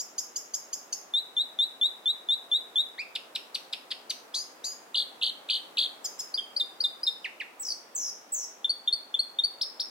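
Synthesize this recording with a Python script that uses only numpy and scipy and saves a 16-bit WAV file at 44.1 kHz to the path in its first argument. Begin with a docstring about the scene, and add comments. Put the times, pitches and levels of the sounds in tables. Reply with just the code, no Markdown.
"""Robin on a handrail

A robin sings a few metres from the stereo microphone, repeating most syllables before it changes to the next.
Its syrinx gives whistles, fast trills and harsher notes in which its two sides sound together.
Rail and ground echo the song closely, and trunks and leaves scatter it back.
Behind it all lies the steady far rush of the forest, shaped from noise."""
import sys
import numpy as np
from scipy import signal
from scipy.fft import rfft, irfft
from scipy.io import wavfile
from scipy.ndimage import uniform_filter1d

SR = 44100
rng = np.random.default_rng(int(sys.argv[2]) if len(sys.argv) > 2 else 0)


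def materialize(psi):
    """Save the field psi as 16-bit PCM at rate SR to the path in sys.argv[1].

    A 1-D psi becomes a single channel; in a 2-D psi each row is a channel.
    """
    bounded = np.clip(np.atleast_2d(psi).T, -1, 1)
    quanta = np.round(bounded * 32767).astype(np.int16)
    wavfile.write(sys.argv[1], SR, quanta)


N = 436568
FREQS = np.maximum(np.fft.rfftfreq(N, 1 / SR), 1)

# single clear notes, by syllable: (time [s], pitch at the turn [Hz], level [dB])
CLEAR_NOTES = { "whistle": [(1.137, 3566, -25.5), (1.366, 3534, -25.5), (1.588, 3546, -24.5),
               (1.812, 3504, -23.5), (2.057, 3516, -25), (2.287, 3524, -24.5), (2.515, 3510, -24),
               (2.757, 3468, -23.5)], "wheep": [(2.978, 2370, -33)], "chup": [(7.243, 1720, -32),
               (7.4, 1643, -33)], "arch": [(9.6105, 5454, -25.5), (9.796, 5520, -28)]}


def clear_runs():
    """Runs of clear syllables, each sung by one side of the syrinx."""
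    out = np.zeros(N)
    for name, rows in CLEAR_NOTES.items():
        for s, hz, db in rows:
            add(out, s, clear_note(name, hz, db))
    return out


# a high lift answered by a low dip:
# (time [s], lift pitch [Hz], lift level [dB], dip pitch [Hz], dip level [dB])
LIFT_DIPS = [(6.34, 4950, -25.5, 3130, -28), (6.563, 4910, -24.5, 3543, -24),
             (6.803, 4920, -24, 3556, -22.5), (7.031, 5250, -26.5, 3586, -22.5)]
# a low pip answered by a high peep:
# (time [s], pip pitch [Hz], pip level [dB], peep pitch [Hz], peep level [dB])
PIP_PEEPS = [(8.644, 3584, -23.5, 4644, -22.5), (8.8752, 3624, -21.5, 4560, -21.5),
             (9.141, 3550, -24.5, 4495, -21.5), (9.3869, 3706, -22, 4662, -21.5)]
DIP_AFTER_S, PEEP_AFTER_S = 0.035, 0.05


def couplets():
    """Pairs of clear syllables, the second following at a fixed delay."""
    out = np.zeros(N)
    kinds = (("lift", "dip", DIP_AFTER_S, LIFT_DIPS), ("pip", "peep", PEEP_AFTER_S, PIP_PEEPS))
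    for first, second, after_s, rows in kinds:
        for s, first_hz, first_db, second_hz, second_db in rows:
            add(out, s, clear_note(first, first_hz, first_db))
            add(out, s + after_s, clear_note(second, second_hz, second_db))
    return out


# two-voiced notes, by syllable: (time [s], length [s], lower pitch at the turn [Hz], level [dB],
# upper voice against the lower, before the throat colours it [dB])
TWO_VOICED_NOTES = { "chip": [(-.007, .025, 4830, -36.5, 4.5), (.178, 0.021, 4776, -32.5, 5),
                    (.356, 0.02, 4790, -34, 5.5), (.535, 0.021, 4804, -34, 6.5),
                    (.726, 0.0202, 4784, -34.5, 5), (.923, 0.018, 4687, -33.5, 5.5)],
                    "tick": [(3.151, 0.016, 3990, -28, -10), (3.35, .018, 4280, -27, -10),
                    (3.544, 0.019, 4630, -26.5, -12), (3.726, 0.016, 4124, -28.5, -8),
                    (3.905, .022, 3940, -33, -3), (4.0955, 0.022, 4940, -27, -7)],
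                    "tsip": [(6.042, .025, 5320, -34, 2.5), (6.1895, .022, 5420, -33.5, -1.5)]}


def two_voiced_notes():
    """Short harsh syllables in which both sides of the syrinx sound together."""
    out = np.zeros(N)
    for name, rows in TWO_VOICED_NOTES.items():
        for s, length_s, hz, db, upper_db in rows:
            _, pitch, level_db = gesture(name, length_s, hz, db)
            add(out, s, two_voices(name, pitch, level_db, upper_db))
    return out


# trills: (time [s], length [s], pitch at the turn [Hz], level [dB], swing rate [Hz])
TRILLS = [(4.944, .089, 4040, -23.5, 59.4), (5.213, 0.092, 3840, -24.5, 60.7),
          (5.4875, .096, 3866, -24, 57.55), (5.7701, 0.097, 3940, -23.5, 60.9)]
# the throat stays tuned to the middle of a trill, so pitches away from it are softer:
# (centre [Hz], reach [Hz], level change at that reach [dB])
TRILL_THROAT = (3800, 870, -5)
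# average swing to either side, narrowing from start to end
TRILL_FIRST_SWING_HZ, TRILL_LAST_SWING_HZ = 816, 596


def trills(uneven_db=3.0, uneven_swing=0.16):
    """Syllables whose pitch swings about sixty times a second, unevenly in width and strength."""
    out = np.zeros(N)
    throat_hz, reach_hz, loss_db = TRILL_THROAT
    for s, length_s, hz, db, rate_hz in TRILLS:
        t, pitch, level_db = gesture("trill", length_s, hz, db)
        n = len(t)
        depth_hz = np.linspace(TRILL_FIRST_SWING_HZ, TRILL_LAST_SWING_HZ, n)
        depth_hz = depth_hz * (1 + uneven_swing * waver(n, rate_hz=58))
        pitch = pitch + depth_hz * np.cos(2 * np.pi * rate_hz * t)
        throat_db = loss_db * ((pitch - throat_hz) / reach_hz) ** 2
        level_db = level_db + throat_db + uneven_db * waver(n, rate_hz=147)
        add(out, s, clear_voice("trill", pitch, level_db))
    return out


# quavering two-voiced notes: (time [s], length [s], lower pitch after the scoop [Hz], level [dB],
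# upper voice against the lower, before the throat colours it [dB], first swing to either side [Hz])
ZREES = [(4.338, .095, 4260, -30, -5.5, 472), (4.637, 0.099, 4630, -34, 0, 300)]
# they scoop up to their pitch, then creep higher as they fade
ZREE_SCOOP_S, ZREE_SCOOP_RATIO, ZREE_END_HZ = .014, .74, 5070
ZREE_ONSET_DB, ZREE_FADE_DB, QUAVER_HZ = -26, -13, 59.4


def zrees():
    """Buzzy notes of both sides that scoop up, overshoot and settle in a dying quaver."""
    out = np.zeros(N)
    for s, length_s, hz, db, upper_db, depth_hz in ZREES:
        t = np.arange(int(length_s * SR)) / SR
        stages = [0, ZREE_SCOOP_S, length_s]
        pitch = np.interp(t, stages, [ZREE_SCOOP_RATIO * hz, hz, ZREE_END_HZ])
        quaver = np.cos(2 * np.pi * QUAVER_HZ * (t - ZREE_SCOOP_S))
        swing_hz = np.interp(t, stages, [0, depth_hz, 0]) * quaver
        push_db = np.interp(t, [0, ZREE_SCOOP_S / 2, length_s], [ZREE_ONSET_DB, 0, ZREE_FADE_DB])
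        add(out, s, two_voices("zree", pitch + swing_hz, db + push_db, upper_db))
    return out


# a held top note that tumbles down in a quickening trill: (time [s], hold [s], fall [s],
# last crest [Hz], swing to either side [Hz], first swing rate [Hz], last swing rate [Hz],
# held level [dB], early fall [dB], middle [dB], late [dB], crests softer and troughs louder by [dB])
CASCADES = [(7.596, 0.029, 0.11, 6160, 914, 53.3, 60, -36.5, -48, -37.5, -36.5, 8.5),
            (7.949, .008, .145, 6370, 694, 54.6, 69.8, -30.5, -34, -37, -37, 1.5),
            (8.32, .021, .112, 6530, 630, 51.7, 72.9, -30, -32.5, -38, -41, 0.5)]
# the top note arches over its pitch:
# (start offset [Hz], turn [share of the hold], end offset [Hz])
TOP_NOTE_ARCH = (-350, 0.45, -200)
CASCADE_TOP_HZ, CASCADE_CURVATURE, CASCADE_MIDDLE_SHARE = 7890, 1.4, 0.59
CASCADE_ATTACK_S, CASCADE_ONSET_DB = .008, -6


def cascades():
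    """A thin top note is held, then swings downward ever faster while its crests sink and level out."""
    out = np.zeros(N)
    for (s, hold_s, fall_s, end_hz, depth_hz, first_hz, last_hz,
         held_db, early_db, middle_db, late_db, crest_db) in CASCADES:
        t = np.arange(int((hold_s + fall_s) * SR)) / SR
        fall = np.clip((t - hold_s) / fall_s, 0, 1)
        top_hz = CASCADE_TOP_HZ + arc(np.minimum(t / hold_s, 1), *TOP_NOTE_ARCH, 2)
        turns = fall_s * fall * (first_hz + (last_hz - first_hz) * fall / 2)
        swing = np.cos(2 * np.pi * turns)
        crest_hz = end_hz + (top_hz - end_hz) * (1 - fall) ** CASCADE_CURVATURE
        pitch = crest_hz - depth_hz * (1 - swing)
        fall_db = np.interp(fall, [0, CASCADE_MIDDLE_SHARE, 1], [early_db, middle_db, late_db])
        # tighter membranes move less: each crest is softer than each trough
        fall_db = fall_db - crest_db * swing
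        held = np.clip(1 - 2 * first_hz * (t - hold_s), 0, 1)  # gives way over the first half swing
        attack_db = CASCADE_ONSET_DB * np.maximum(1 - t / CASCADE_ATTACK_S, 0)
        level_db = held * held_db + (1 - held) * fall_db + attack_db
        add(out, s, clear_voice("cascade", pitch, level_db))
    return out


# length of each clear syllable [s]
CLEAR_LENGTHS = {"whistle": 0.063, "lift": 0.018, "dip": 0.027, "pip": 0.0168, "peep": 0.023, "arch": .025,
                 "wheep": .046, "chup": .0265}


def clear_note(name, hz, db):
    """One clear syllable at its usual length."""
    _, pitch, level_db = gesture(name, CLEAR_LENGTHS[name], hz, db)
    return clear_voice(name, pitch, level_db)


# slide of pitch through a turning point, by syllable:
# (start [ratio to the turn], turn [share of length], end [ratio to the turn], curvature [exponent])
SLIDES = {"whistle": (0.998, 0.286, 1.144, 0.942), "lift": (.845, .85, 1.0, 2.5),
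          "dip": (1.197, 0.486, 1.07, 1.65), "pip": (0.91, 0.48, 0.878, 2.23),
          "peep": (0.919, 0.89, .99, 1.48), "arch": (0.54, 0.42, 0.6, 1.4), "chup": (1.93, .95, .99, 1.7),
          "wheep": (0.66, 0.46, 1.15, 1.3), "chip": (.98, 0.43, 1.227, 1.02),
          "tick": (0.76, 0.214, 0.45, 1.4), "tsip": (1, 0.25, .885, 1.2), "trill": (0.78, 0.277, .93, 1.75)}
# push of air, by syllable: (onset [dB from crest], crest [share of length], end [dB from crest])
PUSHES = {"whistle": (-1.5, 0.79, -14), "lift": (-5.5, 0.33, -16), "dip": (-3.5, 0.63, -6.5),
          "pip": (-1.5, 0.61, -13), "peep": (-2, 0.51, -29), "arch": (-10, 0.21, -7),
          "chup": (-5.5, .4, -15), "wheep": (-23.5, 0.41, -14), "chip": (-31, 0.34, -4.5),
          "tick": (-14.5, .52, -18.5), "tsip": (-15, .45, -1.9), "trill": (-6, 0.14, -9.5)}
PUSH_CURVATURE = 1.44


def gesture(name, length_s, hz, db):
    """Time, pitch and level of one syllable: one slide of tension on one push of air."""
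    t = np.arange(int(length_s * SR)) / SR
    share = t / length_s
    start, turn, end, curvature = SLIDES[name]
    pitch = hz * (1 + arc(share, start - 1, turn, end - 1, curvature))
    level_db = db + arc(share, *PUSHES[name], PUSH_CURVATURE)
    return t, pitch, level_db


def arc(share, start, turn, end, curvature):
    """A curve from start to zero at the turn, then on to end."""
    turn = np.clip(turn, .01, .99)
    before = np.maximum(1 - share / turn, 0)
    after = np.maximum((share - turn) / (1 - turn), 0)
    return start * before ** curvature + end * after ** curvature


# overtones of each syllable before throat and beak colour them: (second [dB], third [dB])
TIMBRES = {"whistle": (-29.5, -35.5), "lift": (-28, -43), "dip": (-28.5, -33), "pip": (-30, -36.5),
           "peep": (-27.5, -34), "arch": (-26, -37), "wheep": (-11, -24.5), "chup": (-20.5, -30),
           "chip": (-19, -38.5), "tick": (-21, -26), "tsip": (-18.5, -35.5), "zree": (-20, -42.5),
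           "trill": (-28, -32), "cascade": (-24, -38)}


def clear_voice(name, hz, db):
    """One side of the syrinx sings a near sine with two weak overtones."""
    phase = vibrate(hz)
    second_db, third_db = TIMBRES[name]
    tones = np.sin(phase) + overtone(2 * phase, second_db) + overtone(3 * phase, third_db)
    return airflow(db) * tones


# pitch of the upper voice over the lower, by syllable: (at the start [ratio], at the end [ratio])
INTERVALS = {"chip": (1.374, 1.274), "tick": (1.28, 1.5), "tsip": (1.44, 1.24), "zree": (1.52, 1.3)}


def two_voices(name, hz, db, upper_db):
    """Both sides sing at once; sharing one airflow, they also make sum and difference tones."""
    second_db, third_db = TIMBRES[name]
    low = vibrate(hz, jitter=0.022)
    high = vibrate(hz * np.linspace(*INTERVALS[name], len(hz)), jitter=0.0081)
    tones = np.sin(low) + overtone(high, upper_db)  # the throat colours the upper voice too
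    tones += overtone(2 * low, second_db) + overtone(3 * low, third_db)
    tones += overtone(2 * high, second_db + upper_db - 3)
    tones += overtone(low + high, second_db + upper_db - 4.5)
    tones += overtone(2 * low - high, third_db + upper_db)
    return airflow(db) * tones


def vibrate(hz, jitter=0.0037):
    """Phase of one side of the syrinx, at a slightly unsteady pitch."""
    unsteady_hz = hz * (1 + jitter * waver(len(hz), rate_hz=618))
    return 2 * np.pi * np.cumsum(unsteady_hz) / SR


# how well throat and beak pass the overtones: (frequency [Hz], gain [dB])
BEAK = [(3300, 15), (4700, 4.5), (5600, -6.5), (6500, -1.5), (7300, -1.5), (8200, 8.5), (9200, 7),
        (12000, 3.5), (13200, -6), (15000, 2.5)]


def overtone(phase, db):
    """One overtone, coloured by throat and beak as it slides."""
    hz = np.gradient(phase) * SR / (2 * np.pi)
    beak_db = np.interp(hz, *np.transpose(BEAK))
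    return np.sin(phase) * undb(db + beak_db) * (hz < SR / 2)


def airflow(db, shimmer_db=.4, edge_s=.0026):
    """Loudness of a note: a quick start and stop, with a slight shimmer throughout."""
    n = len(db)
    to_edge = np.minimum(np.arange(n), np.arange(n)[::-1])
    edge = np.clip(to_edge / (edge_s * SR), 0, 1)
    shimmer = shimmer_db * waver(n, rate_hz=500)
    return np.sqrt(2) * np.sin(edge * np.pi / 2) * undb(db + shimmer)  # sqrt(2): level is a sine's RMS


# hard surfaces close by, against the direct sound: (delay [s], left level [dB], right level [dB])
NEAR_ECHOES = [(.0031, -20, -20), (.0082, -12.5, -12.5), (.0115, -20, -20), (.031, -22, -22)]
# direct sound at the microphone: (frequency [Hz], left minus right [dB])
BALANCE = [(2000, 1.5), (2900, -7), (3300, 2), (3800, 1), (4800, 3.5), (5900, 1), (6400, -1.5), (7100, 4.5),
           (7600, 0), (8500, -0.5), (13000, 8.5), (15000, -26.5)]


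def near_paths(song, left_lag_s=.000036):
    """The direct sound reaches the right side a moment sooner; rail and ground echo it closely."""
    half_db = across(BALANCE) / 2
    left = undb(half_db) * np.exp(-2j * np.pi * FREQS * left_lag_s)
    paths = np.array([left, undb(-half_db)])
    echoes = 0
    for s, left_db, right_db in NEAR_ECHOES:
        echoes = echoes + undb([[left_db], [right_db]]) * np.exp(-2j * np.pi * FREQS * s)
    return irfft(rfft(song) * paths * (1 + echoes), N)


# strength of the scattered song; high notes beam away from the microphone, into the trees:
# (frequency [Hz], gain [dB])
SCATTER = [(1500, -12.5), (2600, -0.5), (3600, -9.5), (4600, -8), (5600, 2), (7000, -5.5), (9000, -8),
           (15000, 6.5)]


def trees(song, t60_s=0.34, far_t60_s=0.99, far_db=-21, build_s=0.0009):
    """Many small echoes from trunks and leaves, different at each ear, with a faint far tail."""
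    t = np.arange(SR) / SR
    near_decay = undb(-60 * t / t60_s)
    far_decay = undb(far_db - 60 * t / far_t60_s)
    build = 1 - np.exp(-(t / build_s) ** 2)
    # cubed noise is sparser: a few strong echoes among many weak ones
    echoes = rng.standard_normal((2, SR)) ** 3 * (near_decay + far_decay) * build
    echoes = echoes / np.sqrt(np.sum(echoes ** 2, axis=1, keepdims=True))
    sent = irfft(rfft(song) * undb(across(SCATTER)), N)
    return signal.fftconvolve(sent[None], echoes, axes=1)[:, :N]


# spectrum of the forest, only its shape: (frequency [Hz], relative density [dB])
FOREST = [(18, -70), (30, -37), (88, -27.5), (145, -15), (259, -2.5), (499, 0), (760, 0.5), (962, -2),
          (1220, -4), (1320, -5), (1760, -8.5), (2480, -12), (2980, -14), (5040, -19), (16000, -24.5)]
# approximate likeness of left and right: (frequency [Hz], correlation [-1 to 1])
FOREST_LIKENESS = [(40, .3), (140, 0.8), (300, 0.76), (640, 0.43), (1400, 0.0015), (3000, 0), (15000, 0.11)]
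FOREST_DB = -55  # level of the part shared by both sides


def forest(swell_db=0.84):
    """A far rush of noise that barely swells, most alike at both ears in the bass, with a thin hiss above."""
    mid, side = rfft(rng.standard_normal((2, N))) * undb(across(FOREST))
    likeness = np.clip(across(FOREST_LIKENESS), -1, 1)
    side_gain = np.sqrt((1 - likeness) / (0.96 + likeness))
    mid, side = irfft(mid, N), irfft(side * side_gain, N)
    level = undb(FOREST_DB + swell_db * waver(N, rate_hz=0.74))
    return np.array([mid + side, mid - side]) / np.std(mid) * level


def undb(db):
    """Decibels to gain."""
    return 10 ** (np.asarray(db) / 20)


def across(points):
    """(frequency [Hz], value) points joined on a log-frequency axis."""
    hz, value = np.transpose(points)
    return np.interp(np.log(FREQS), np.log(hz), value)


def add(track, s, sound):
    """Mix a sound into the track from time s, dropping what falls outside."""
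    at = int(s * SR) + np.arange(len(sound))
    inside = (at >= 0) & (at < N)
    track[at[inside]] += sound[inside]


def waver(n, rate_hz):
    """Smooth chance with a spread near 1."""
    k = max(int(SR / rate_hz), 1)
    steps = np.repeat(rng.standard_normal(n // k + 1), k)
    return uniform_filter1d(steps, k)[:n]


def scene(direct_db=1.0):
    """The bird, its echoes and the forest."""
    background = forest()
    song = clear_runs() + couplets() + two_voiced_notes() + trills() + zrees() + cascades()
    return undb(direct_db) * near_paths(song) + trees(song) + background


def record(dry, top_hz=16000):
    """The recorder cuts the very top with a steep low-pass."""
    low_pass = signal.ellip(10, .2, 70, top_hz, fs=SR, output="sos")
    return signal.sosfilt(low_pass, dry)


dry = scene()
out = record(dry)
materialize(out)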